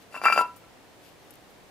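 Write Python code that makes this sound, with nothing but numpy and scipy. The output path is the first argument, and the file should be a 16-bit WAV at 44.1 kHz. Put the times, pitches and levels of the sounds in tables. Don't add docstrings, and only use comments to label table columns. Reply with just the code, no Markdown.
import sys
import numpy as np
from scipy import signal
from scipy.fft import rfft, irfft
from scipy.io import wavfile

SR = 44100
rng = np.random.default_rng(int(sys.argv[2]) if len(sys.argv) > 2 else 0)


def wav_out(sig):
    wavfile.write(sys.argv[1], SR, np.round(np.clip(np.atleast_2d(sig).T, -1, 1) * 32767).astype(np.int16))


N = 74970
T = np.arange(N) / SR

# start_s, knock_db, knock_hz, low_ring_db, middle_ring_db,
# high_ring_db, tilt (1 = rim)
CONTACTS = [(0.124, -63, 885, -52, -52, -76, 0.4), (.1432, -24.5, 930, -39.5, -46, -55, 1),
            (0.1526, -25.5, 1300, -38.5, -41, -58, 0.85), (0.1636, -23.5, 860, -75, -45, -60, 0),
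            (0.1733, -42, 1100, -39, -40.5, -53, 0.8), (0.216, -21.5, 833, -35.5, -44, -50, 0.03),
            (0.2376, -17.5, 880, -30, -42, -39.5, 0.1), (0.2435, -18, 1500, -28.5, -23, -46.5, 0.77),
            (0.2549, -5, 1110, -21, -31.5, -31, 0.17), (0.2611, -5.5, 1204, -12.5, -22, -39, 0.1),
            (0.2677, -14, 1350, -10.5, -21, -34.5, 0.12), (.284, -7, 1350, -24.5, -25, -40, 0),
            (0.3002, -11, 926, -34, -29.5, -38.5, 0), (0.3073, -22, 1250, -40, -28.5, -77, 0),
            (0.3241, -13.5, 1170, -17.5, -19.5, -33, 0.48), (0.331, -32, 1200, -16.5, -33, -34.5, 0),
            (0.3416, -31, 1000, -26.5, -36, -37.5, 0.11), (0.3618, -15.5, 750, -28, -27, -37.5, 0.45),
            (0.3767, -6.5, 826, -18, -25, -33, 0.6), (0.3901, -12.5, 810, -15, -34, -38, 0.67),
            (0.4107, -14, 810, -23.5, -33.5, -45.5, 0.99), (0.446, -53, 710, -36, -46, -63, 1.0)]
# pitch_hz, foot_db, rim_change_db, t60_s, pan_db (left minus right)
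HIGH_MODES = [(3682, -26, 8, .1, 5), (4124, -18, 0, .12, 7), (4762, 1, 1, .18, 11), (5540, -18, 5, .18, 8),
              (5900, -16, 1, .15, 10), (7050, -11, 2, .22, 10), (7850, -21, 8, .12, 8),
              (8285, -23, 6, .12, 7), (9378, -18, 8, .15, 7), (10130, -21, 0, .1, 12),
              (10400, -17, 2, .12, 12), (10780, -20, 8, .1, 12), (10970, -19, -2, .14, 12),
              (11746, -20, 7, .12, 12), (12950, -20, 0, .12, 9), (13227, -20, 2, .12, 10),
              (13930, -22, 2, .1, 10), (14160, -27, 7, .1, 10)]


def from_db(db):
    return 10 ** (np.asarray(db) / 20)


def unit_rms(x):
    return x / np.sqrt(np.mean(x ** 2) + 1e-20)


def decay(age_s, t60_s):
    return np.exp(-np.log(1000) * age_s / t60_s)


def per_bin(curve):
    hz, value = np.transpose(curve)
    return np.interp(np.log(np.arange(N // 2 + 1) * SR / N + 1), np.log(hz), value)


def colour(x, spectrum):
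    return unit_rms(irfft(rfft(x) * from_db(per_bin(spectrum)), N))


def butter(x, hz, kind, order=2):
    return signal.sosfilt(signal.butter(order, hz, kind, fs=SR, output="sos"), x + 1e-18)


def pan(x, pan_db):
    # freq_hz, phase_rad
    left_lead = [(200, 0.017), (1300, 0.42), (4500, 1.03), (11000, 1.56)]
    right = irfft(rfft(x) * np.exp(-1j * per_bin(left_lead)), N)
    gains = from_db([pan_db / 2, -pan_db / 2])
    return np.array([x, right]) * (gains / gains.mean())[:, None]


def grains(rate_per_s=5000, spread_db=2.5):
    sizes = from_db(spread_db * np.minimum(rng.exponential(1, N), 4))
    return sizes * rng.choice([-1, 1], N) * (rng.random(N) < rate_per_s / SR)


def garden_air(level_db=-53):
    # freq_hz, level_db
    spectrum = [(15, -45), (25, -11.5), (152, -3.5), (233, -5), (297, -2), (349, -3.5), (482, -3.5),
                (666, -5.5), (722, -4), (945, -8.5), (1380, -12.5), (1900, -13), (15500, -31)]
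    # freq_hz, correlation
    likeness = [(30, 0.45), (120, 0.19), (300, 0.56), (700, 0.6), (2000, 0.19), (5000, 0.175), (12000, .1)]
    mid, side = rfft(rng.standard_normal((2, N)))
    correlation = per_bin(likeness)
    stereo = mid + np.sqrt((1 - correlation) / (1 + correlation)) * side * [[1], [-1]]
    return from_db(level_db) * unit_rms(irfft(stereo * from_db(per_bin(spectrum)), N))


def yard_scatter(x, t60_s=0.22, top_hz=3560):
    tail = butter(rng.standard_normal((2, N)), top_hz, "low") * decay(T, t60_s)
    tail += 2 * tail.mean(axis=0)
    tail *= np.sqrt(2 * top_hz / SR / np.sum(tail ** 2, axis=1, keepdims=True))
    return signal.fftconvolve(x.mean(axis=0)[None], tail, axes=1)[:, :N]


def wall_echoes(x, top_hz=2500):
    # delay_s, gain_db
    walls = [(.105, -27.5), (0.244, -41.5), (0.291, -47)]
    dull = butter(x.mean(axis=0), top_hz, "low")
    return sum(from_db(db) * np.interp(T - delay_s, T, dull) for delay_s, db in walls)


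def crumbs():
    # centre_s, sigma_s, level_db
    slides = [(0.023, 0.017, -61.5), (1.068, 0.036, -59), (1.304, 0.074, -65.5), (1.53, 0.059, -72)]
    # freq_hz, level_db
    slide_spectrum = [(500, -42), (2700, 6.5), (6000, -0.5), (9000, -6), (12500, 2.5), (15500, -22)]
    # start_s, level_db, t60_s, pitch_hz, width_hz
    ticks = [(0.562, -45.5, 0.12, 13200, 7000), (1.3072, -36, .012, 11400, 1300),
             (1.311, -40.5, .016, 11800, 1300), (1.339, -41, .012, 12500, 2500),
             (1.355, -45, 0.018, 12200, 4000), (1.504, -53, 0.04, 14000, 4000)]
    swells = sum(from_db(db) * np.exp(-.5 * ((T - centre_s) / sigma_s) ** 2)
                 for centre_s, sigma_s, db in slides)
    out = swells * colour(grains(), slide_spectrum)
    for start_s, db, t60_s, hz, width_hz in ticks:
        band = signal.lfilter(*signal.iirpeak(hz, hz / width_hz, fs=SR), rng.standard_normal(N))
        envelope = (T > start_s) * decay(np.abs(T - start_s), t60_s)
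        out += .5 * from_db(db) * unit_rms(band) * envelope
    return pan(out, pan_db=12)


def grinding(rub_db=-4.5, rub_width_hz=60, bottom_hz=131, top_hz=14000):
    # time_s, level_db
    drag_curve = [(0.109, -64), (0.126, -54), (0.174, -48), (0.206, -64), (0.236, -43), (0.258, -37.5),
                  (0.269, -46.5), (.318, -44.5), (.336, -40), (.355, -44), (.38, -39), (0.416, -37),
                  (0.439, -64), (0.481, -58)]
    # freq_hz, level_db
    grit_spectrum = [(60, -26.5), (200, 5.5), (700, 8.5), (1500, -1.5), (2900, 2), (3700, -11.5),
                     (6500, -15.5), (8800, -31), (10500, -11), (12000, -47), (14000, -42), (14800, -61)]
    time_s, drag_db = np.transpose(drag_curve)
    drag = from_db(np.interp(T, time_s, drag_db)) * (T > time_s[0]) * (T < time_s[-1])
    crush = grains()
    rub = np.zeros(N)
    for hz, foot_db, rim_change_db, *_ in HIGH_MODES:
        gain = from_db((foot_db + rim_change_db / 2) / 2)
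        rub += gain * signal.lfilter(*signal.iirpeak(hz, hz / rub_width_hz, fs=SR), crush)
    grit = drag * (colour(crush, grit_spectrum) + from_db(rub_db) * unit_rms(rub))
    grit = butter(grit, top_hz, "low", order=12)
    return pan(butter(grit, bottom_hz, "high"), pan_db=5.5)


def knocks(edge_ratio=1.485, bottom_hz=140, top_hz=2550):
    out = np.zeros(N)
    for start_s, db, hz, *_ in CONTACTS:
        impulse = signal.unit_impulse(N, int(start_s * SR))
        pulse = butter(impulse, [hz / edge_ratio, hz * edge_ratio], "band")
        pulse = butter(pulse, top_hz, "low", order=4)
        out += from_db(db) * pulse / np.abs(pulse).max()
    return pan(butter(out, bottom_hz, "high"), pan_db=1)


def ringing(rise_s=0.00035, spread_db=1, jolt_rad=0.37):
    # pitch_hz, foot_db, rim_change_db, t60_s, pan_db
    low_modes = [(989, -28.5, 31.5, 0.2, 3.5), (1076, -23, -3, .1, 16), (1347.3, 1, 1, 0.17, 4.5)]
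    middle_modes = [(2359, 3, -23.5, 0.26, 3), (2681.7, -1.5, 4, 0.12, 8.2), (2722, -13, 18, 0.075, 7.1)]
    start_s, _, _, low_db, middle_db, high_db, tilt = np.transpose(sorted(CONTACTS))
    latest = np.maximum(np.searchsorted(start_s, T) - 1, 0)
    age_s = np.maximum(T - start_s[latest], 0)
    pole = np.exp(-1 / (rise_s * SR))
    lowest_hz = low_modes[0][0]
    out = np.zeros((2, N))
    for modes, strike_db in ((low_modes, low_db), (middle_modes, middle_db), (HIGH_MODES, high_db)):
        for hz, foot_db, rim_change_db, t60_s, pan_db in modes:
            level_draw, phase_draw = rng.standard_normal((len(start_s), 2)).T
            strength = from_db(strike_db + foot_db + rim_change_db * tilt + spread_db * level_draw)
            phase_rad = np.cumsum(jolt_rad * np.sqrt(hz / lowest_hz) * phase_draw)
            swing = (strength * np.exp(1j * phase_rad))[latest] * (T > start_s[0]) * decay(age_s, t60_s)
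            swing = signal.lfilter([1 - pole], [1, -pole], swing)
            out += pan(np.imag(swing * np.exp(2j * np.pi * hz * T)), pan_db)
    return out


def scene():
    contact = knocks() + grinding()
    ring = ringing()
    scatter = yard_scatter(from_db(-7) * contact + from_db(-9.5) * ring)
    return contact + ring + scatter + wall_echoes(ring) + crumbs() + garden_air()


def record(dry):
    return signal.sosfilt(signal.ellip(10, .1, 80, 15500, fs=SR, output="sos"), dry)


dry = scene()
out = record(dry)
wav_out(out)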